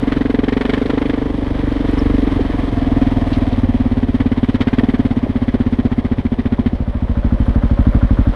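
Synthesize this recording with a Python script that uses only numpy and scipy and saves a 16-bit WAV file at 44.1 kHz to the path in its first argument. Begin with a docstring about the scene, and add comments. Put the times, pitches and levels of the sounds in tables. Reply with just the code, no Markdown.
"""A single-cylinder four-stroke motorcycle climbs a gravel track, slows and coasts, heard on board.
Each firing sets off short dying tones in the exhaust; a second pulse follows and damps the ring.
Under throttle, gas barks out as bursts of noise; the air intake gulps ahead of the next firing.
Below lie valve-gear clatter, tyre rumble, a buzzing panel and air-box hum, all made of filtered noise.
A few flung stones and knocks are brief bursts of noise, each around its own pitch."""
import sys
import numpy as np
from scipy import signal
from scipy.fft import rfft, irfft
from scipy.io import wavfile

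SR = 44100
rng = np.random.default_rng(int(sys.argv[2]) if len(sys.argv) > 2 else 0)


def boost(x):
    """Linear amplitude factor 10**(x/20) for a level x in decibels (scalar or array-like)."""
    u = np.asarray(x, float) / 20
    return 10 ** u


def dump_mix(stems):
    """Bounce the given channels to the path in sys.argv[1] as a 16-bit WAV at rate SR."""
    frames = np.atleast_2d(stems).T  # one column per channel
    limited = np.clip(frames, -1, 1)  # hard clip at full scale
    pcm = np.round(limited * 32767).astype(np.int16)
    wavfile.write(sys.argv[1], SR, pcm)


N = 368235  # length of the sound in samples

# how fast the engine turns, from the first firing on: (t/s, speed/rpm)
SPEED = [(-0.0193, 2510.2), (0.21, 2732.2), (0.45, 2572.4), (0.51, 2782.1), (0.9, 3022.0), (1.89, 2788.5),
         (2.16, 2881.2), (2.24, 2694.8), (2.7, 2613.3), (2.91, 2411.3), (3.42, 2368.3), (3.49, 2214.5),
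         (4.1, 2067.6), (4.52, 2118.4), (4.63, 1785.4), (4.8, 2386.4), (5.23, 1896.5), (5.59, 1978.9),
         (6.06, 1794.2), (6.13, 1745.5), (6.53, 1785.1), (6.78, 1633.2), (7.03, 1653.4), (7.48, 1488.1),
         (7.54, 1574.9), (8.4, 1441.7)]
# how it is ridden: (t/s, throttle/0-1, lugging/0-1 (labouring), exhaust strength/dB)
RIDE = [(0, 0.71, 0.8, -0.5), (.25, .95, 0.47, 1), (.75, 1, 0.06, -1), (1.1, .9, 0.3, -0.5),
        (1.3, 0.68, 0, -5), (1.55, 0.5, 0, -5), (1.8, 0.62, 0.16, -2), (2.13, 0.56, 0, 1.5),
        (2.3, 0.62, 0.32, -1), (2.7, 0.29, 0.4, -5), (3.0, 0.57, 0.88, 1.5), (3.25, 0.24, 0.74, -3),
        (3.75, 0.4, 0.84, 0.5), (4.25, 0.66, 0.86, 1.5), (4.6, 0.92, 1, 2), (4.85, 0.87, 0.86, 3),
        (5.05, 0.74, 0.95, 1.5), (5.25, 0.64, 1, -2), (5.6, 0.69, 0.92, 2.5), (6.1, 0.7, 0.98, -0.5),
        (6.68, 0.69, 0.96, 2), (6.74, 0, 0.7, -5), (7.05, 0, 0.3, -4.5), (7.3, 0, 0.18, -1),
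        (7.75, 0, 0.23, 1), (8.35, 0, 0, 1)]
PUFF, GULP = 6, 7  # rows of the height table that bark() and intake() read
INTAKE_HZ = 571  # middle pitch of the air box


def in_time(rows, s):
    """Read each column of a table at the times s, on straight lines between its rows."""
    times, *columns = np.transpose(rows)
    return np.array([np.interp(s, times, column) for column in columns])


def rms_one(x):
    """Scale a sound to an average strength (rms) of 1."""
    return x / np.sqrt(np.mean(x ** 2) + 1e-20)


def drift(rate):
    """Smooth random wandering of spread 1; a higher rate (Hz) wanders faster."""
    r = np.exp(-80 * np.pi * rate / SR)  # one step is 40 samples
    draws = rng.standard_normal(N // 40 + 2002)
    slow = signal.lfilter([1], [1, -2 * r, r * r], draws)[2000:]
    return np.interp(np.arange(N) / 40, np.arange(len(slow)), rms_one(slow))


def band_noise(centre_hz, width_hz):
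    """Noise through one narrow resonance, at rms 1."""
    edges = [centre_hz - width_hz / 2, centre_hz + width_hz / 2]
    sos = signal.butter(2, edges, "band", fs=SR, output="sos")
    return rms_one(signal.sosfilt(sos, rng.standard_normal(N)))


def coloured(x, spectrum, band):
    """Colour a noise by a spectrum, then scale it so that the part within the band (Hz, Hz) has rms 1."""
    hz = np.maximum(np.fft.rfftfreq(N, 1 / SR), 1)
    points = np.array(spectrum)
    colour_db = np.interp(np.log(hz), np.log(points[:, 0]), points[:, 1], left=-60, right=-120)
    bins = rfft(x) * boost(colour_db)
    inside = (hz > band[0]) & (hz < band[1])
    return irfft(bins, N) * N / np.sqrt(2 * np.sum(np.abs(bins[inside]) ** 2))


def lay(starts_s, shapes):
    """Sum short sounds, one per row, at their start times."""
    lead = SR // 10  # room for sounds that start before time 0
    first = np.round(starts_s * SR).astype(int)[:, None]
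    at = first + np.arange(shapes.shape[1]) + lead
    return np.bincount(at.ravel(), shapes.ravel(), N + SR)[lead:lead + N]


def firings(jitter_s):
    """Times of all firings, one in two turns of the crank, each a little early or late by chance."""
    s = SPEED[0][0] + np.arange(N + SR // 20) / SR
    cycles = np.cumsum(in_time(SPEED, s)[0]) / (120 * SR)  # rpm / 120 = firings per second
    fired = np.interp(np.arange(int(cycles[-1]) + 1), cycles, s)
    return fired + jitter_s * rng.standard_normal(len(fired))


def by_throttle(values, s):
    """Read a value given for the throttle shut, half open and wide open."""
    return np.interp(in_time(RIDE, s)[0], [0, .5, 1], values)


def heights_db(s):
    """Height of every part of the exhaust note and intake, from throttle, lugging and strength."""
    # rows: thump, boom, knock, pipe pair, upper ring, second pulse, puff of gas, intake gulp
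    # (level when shut/dB, when half open/dB, when wide open/dB, change when lugging/dB)
    response = [(-4.5, -8, -19.5, -4.5), (0.5, -16.5, -19, -8.5), (-20.5, -32, -34, 36), (9, 2.5, 4, 2.5),
                (-39, -17.5, -9.5, -6), (1.5, -2.5, -10, -4.5), (-65.5, -40.5, -29, 0),
                (-23.5, -49, -50, -4.5)]
    _, lugging, strength_db = in_time(RIDE, s)
    return np.array([by_throttle(row[:3], s) + row[3] * lugging + strength_db for row in response])


def rumble(turn, level_db, swell_db):
    """Tyres and frame shaking: low lumpy noise that swells once per engine cycle."""
    # colour of the low noise: (f/Hz, relative level/dB per Hz)
    rumble_spectrum = [(20, -7.5), (50, -5), (120, 5), (170, -2), (230, -0.5), (330, -2), (420, -5.5),
                       (560, -5.5), (700, -12), (900, -11), (1300, -26)]
    noise = coloured(rng.standard_normal(N), rumble_spectrum, (450, 1000))
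    swell = swell_db * np.cos(2 * np.pi * (turn - .15))
    return boost(level_db + swell + 1.1 * drift(11)) * noise


def airbox(now):
    """Air drawn in hums through the air box's resonance, loudest with the throttle shut."""
    hum_db = by_throttle((-39.5, -49.5, -51), now)
    return boost(hum_db) * band_noise(INTAKE_HZ, width_hz=74)


def panel(now):
    """A panel buzzes: noise through one narrow resonance, loudest where the engine speed suits it."""
    best_rpm, range_rpm = 2400, 197
    off = (in_time(SPEED, now)[0] - best_rpm) / range_rpm
    level_db = -44.5 + 11.5 * np.exp(-off ** 2 / 2)
    return boost(level_db) * band_noise(695, width_hz=80)


def clatter(turn, level_db, swell_db, flicker_db):
    """Valve gear, chain and gravel: grainy hiss swelling once a cycle; low, middle and top flicker apart."""
    # colour of the hiss: (f/Hz, relative level/dB per Hz)
    clatter_spectrum = [(470, -45.5), (800, -13), (938, -5), (1030, 0), (1310, -6.5), (1420, -8),
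                        (1890, -4.5), (2760, -14.5), (3160, -10.5), (4730, -23.5), (5150, -25.5),
                        (7530, -38), (8620, -33.5), (10700, -39), (15000, -55)]
    grain = rng.standard_normal(N) * boost(2.0 * drift(300))
    noise = coloured(grain, clatter_spectrum, (1200, 5000))
    low, upper = [signal.sosfiltfilt(signal.butter(2, hz, fs=SR, output="sos"), noise)
                  for hz in (2600, 6500)]
    parts = low, upper - low, noise - upper
    mixed = sum(part * boost(flicker_db * drift(15)) for part in parts)
    return boost(level_db + swell_db * np.cos(2 * np.pi * (turn - .15))) * mixed


def stones():
    """Stones and knocks against the frame: each is a dying burst of noise around its own pitch."""
    # (t/s, peak level/dB, f/Hz, relative width/1, time to die by 60 dB before filtering/s)
    stone_hits = [(1.913, -38.5, 9050, 0.37, 0.0063), (1.933, -48, 9550, .3, 0.0053),
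                  (1.989, -30.5, 5230, 0.066, 0.041), (2.390, -9, 433, 0.27, 0.021),
                  (3.030, -41, 4000, 0.29, 0.025), (3.33, -22.5, 3010, 0.54, 0.12),
                  (3.530, -28, 3540, .2, 0.025), (3.383, -37.5, 9970, 0.19, 0.0033),
                  (4.807, -13, 420, 0.53, 0.017), (4.986, -48, 6000, 0.24, .01),
                  (5.263, -12.5, 393, 0.38, 0.0057), (5.549, -11.5, 397, 0.44, .02),
                  (6.582, -20.5, 890, 0.22, 0.011), (7.461, -51, 9800, 0.16, .03),
                  (7.850, -60, 10800, 0.072, .03), (7.927, -53, 11300, .05, 0.033),
                  (8.247, -57, 11200, 0.036, .03)]
    out, t = np.zeros(N), np.arange(SR // 20) / SR
    for s, db, hz, width, t60 in stone_hits:
        edges = [hz / (1 + width), hz * (1 + width)]
        sos = signal.butter(2, edges, "band", fs=SR, output="sos")
        burst = rng.standard_normal(len(t)) * boost(-60 * t / t60)
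        burst = signal.sosfilt(sos, signal.sosfilt(sos, burst))
        out[round(s * SR):][:len(t)] += boost(db) * burst / np.abs(burst).max()
    return out


def intake(fired, lead, t60, rasp_db):
    """A short ring of the air box with a rasp of air, a share of the cycle ahead of the next firing."""
    begins = fired[1:] - lead * np.diff(fired)
    t = np.arange(SR // 6) / SR
    chance = rng.standard_normal((len(begins), 2, 1))
    pitch = INTAKE_HZ * (1 + 0.032 * chance[:, 0])
    height = boost(heights_db(begins)[GULP][:, None] + 0.58 * chance[:, 1])
    swelling = height * (1 - np.exp(-t / .002))
    ring = lay(begins, swelling * boost(-60 * t / t60) * np.sin(2 * np.pi * pitch * t))
    sos = signal.butter(3, [750, 1600], "band", fs=SR, output="sos")
    air = rms_one(signal.sosfilt(sos, rng.standard_normal(N)))
    return ring + air * lay(begins, swelling * boost(rasp_db - 60 * t / .3))


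def bark(fired, hold, fade, uneven_db):
    """Turbulent gas leaves with each firing: a sharp front, then a puff that lasts a share of the cycle."""
    # colour of the gas noise: (f/Hz, relative level/dB per Hz)
    gas_spectrum = [(290, -34), (500, -4), (593, -6.5), (646, -15.5), (713, -3), (1300, -6.5), (2040, -4),
                    (2750, -16), (3090, -10), (3820, -16.5), (6020, -36), (10800, -47.5), (15000, -59.5)]
    # harder cracks of gas: (t/s, level above the neighbours/dB)
    hard_cracks = [(.12, 10), (.482, 2.5), (.53, 5), (.568, 3), (.611, 4.5), (.652, 3), (.694, 3.5),
                   (.735, 8), (.896, 3.5), (1.016, 5), (1.098, 4), (1.59, 9.5), (1.931, 3.5), (2.14, 0),
                   (2.77, 13), (3.064, 3), (3.259, 6), (4.2, 5), (4.607, 3), (4.675, 1.5), (4.784, 3),
                   (4.837, 0.5)]
    crack_spread_s = .03
    t = np.arange(SR // 10) / SR
    share = t / np.gradient(fired)[:, None]  # of one cycle
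    puff = boost(-60 * np.maximum(share - hold, 0) / fade)
    puff = puff * (1 - np.exp(-t / .0003)) * (1 + .6 * np.exp(-t / .003))  # sharp front
    chance = rng.standard_normal((len(fired), 1))
    extra_db = sum(db * np.exp(-((fired - s) / crack_spread_s) ** 2) for s, db in hard_cracks)
    puff_db = (heights_db(fired)[PUFF] + extra_db)[:, None] + uneven_db * chance
    gate = lay(fired + 0.00066, puff * boost(puff_db))

    grain = rng.standard_normal(N) * boost(2.1 * drift(310))
    gas = coloured(grain, gas_spectrum, (1200, 5000))
    body = signal.sosfiltfilt(signal.butter(2, 3000, fs=SR, output="sos"), gas)
    lugging = in_time(RIDE, np.arange(N) / SR)[1]
    rasp_db = -1 * lugging + 1 * drift(7.6)  # the treble wanders and is duller when lugging
    return gate * (body + boost(rasp_db) * (gas - body))


def exhaust(fired, uneven_db, detune):
    """Dying tones (modes) per firing; the hot ones die fast once the second pulse has passed."""
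    # (f/Hz before heating, time to die by 60 dB/s before throttle scaling, start/ms, sign/+-1,
    # added level/dB, height row/number, follows gas heat/0-1, struck by the second pulse/0-1)
    modes = [(44.1, .116, 7.0, -1, 0, 0, 0, 1), (85.8, .095, 1.3, 1, 0, 1, 0, 0),
             (130, .021, 3.1, 1, 0, 2, 1, 0), (201, .049, -1.27, -1, 0, 3, 1, 0),
             (230.5, .040, -1.13, 1, -3, 3, 1, 0), (336, .10, -2.87, -1, 1, 4, 1, 0),
             (364, .07, -2.87, -1, -7, 4, 1, 0), (80.9, .058, 0, 1, 0, 5, 0, 1),
             (235, .05, 1.8, 1, -9, 1, 0, 1)]
    # pitch of the pipe as the gas heats and cools: (t/s, f/Hz)
    pipe_pitch = [(0.0, 266), (0.04, 265.7), (0.67, 252.7), (1.02, 270.6), (1.51, 267.5), (1.6, 272),
                  (3.49, 253.8), (3.53, 242.7), (5.16, 245.6), (5.32, 241.7), (6.7, 237.6), (6.86, 230),
                  (8.28, 249.5), (8.35, 226)]
    # how the hot tones' dying time scales: (when shut/1, when half open/1, when wide open/1)
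    ring_length = (0.51, 0.94, 0.71)
    # wait for the second pulse, in shares of a cycle: (when shut/1, when half open/1, when wide open/1)
    lag_share = (.222, .19, .165)
    rise_s, shut_ms, shut_per_s = .001, 12, 790  # shut: the extra damping after the second pulse
    heat = in_time(pipe_pitch, fired).T / 201.9  # against the cold pipe's pitch in Hz
    length = by_throttle(ring_length, fired)[:, None]
    lag_ms = 1000 * (by_throttle(lag_share, fired) * np.gradient(fired))[:, None]
    level_db = heights_db(fired)[..., None]
    early = .008  # s; some modes start before the firing time
    age = np.arange(SR // 6) / SR - early
    shut = np.exp(-shut_per_s * np.maximum(age - (lag_ms + shut_ms) / 1000, 0))
    strength = rng.standard_normal((len(fired), 1))  # chance shared by all modes of a firing
    out = 0
    for hz, t60, start_ms, sign, db, row, hot, second in modes:
        chance = rng.standard_normal((len(fired), 2, 1))
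        t = np.maximum(age - (start_ms + second * lag_ms) / 1000, 0)
        pitch = hz * heat ** hot * (1 + detune * chance[:, 0])
        decay = boost(-60 * t / (t60 * length ** hot)) * shut ** hot
        envelope = (1 - np.exp(-t / rise_s)) * decay
        height = sign * boost(db + level_db[int(row)] + uneven_db * (strength + chance[:, 1]))
        out = out + height * envelope * np.sin(2 * np.pi * pitch * t)
    return lay(fired - early, out)


def scene():
    """Mix all the layers; those tied to the engine share one crank."""
    # roughness of the track, heard as clatter: (t/s, level before a small lift/dB)
    track = [(0.0, -35.5), (0.39, -42), (0.74, -37.5), (1.3, -39.5), (2.04, -35.5), (2.44, -37),
             (3.37, -36), (4.02, -41.5), (4.47, -42.5), (4.84, -40.5), (5.18, -42), (6.93, -45.5),
             (7.49, -42), (8.35, -41)]
    # change of the rumble: (when shut/dB, when half open/dB, when wide open/dB)
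    rumble_change = (-0.5, 0.4, -0.4)
    now = np.arange(N) / SR
    fired = firings(jitter_s=0.00029)
    turn = np.interp(now, fired, np.arange(len(fired)))  # engine cycles so far
    lugging = in_time(RIDE, now)[1]
    track_db, = in_time(track, now)
    rumble_db = -34.5 + 0.69 * (track_db - track_db.mean())
    rumble_db = rumble_db + by_throttle(rumble_change, now)

    background = rumble(turn, rumble_db, swell_db=2.5) + airbox(now) + panel(now)
    rattle = clatter(turn, track_db + 0.5, swell_db=0.68 + 1.5 * lugging, flicker_db=1.0)
    gulps = intake(fired, lead=.25, t60=.12, rasp_db=-10)
    puffs = bark(fired, hold=0.23, fade=0.95, uneven_db=1.4)
    ring = exhaust(fired, uneven_db=.6, detune=.006)
    return (background + rattle + stones() + gulps + puffs + ring)[None]


def top_cut(x):
    """Nothing passes above the cut-off."""
    return signal.sosfilt(signal.butter(12, 15110, fs=SR, output="sos"), x)


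def record(dry):
    """The microphone loses the deepest bass and slightly rounds the peaks."""
    cut = signal.lfilter(*signal.butter(1, 6, "high", fs=SR), dry)
    rounded = 1.537 * np.tanh(cut / 1.754)
    return top_cut(rounded)


dry = scene()
out = record(dry)
dump_mix(out)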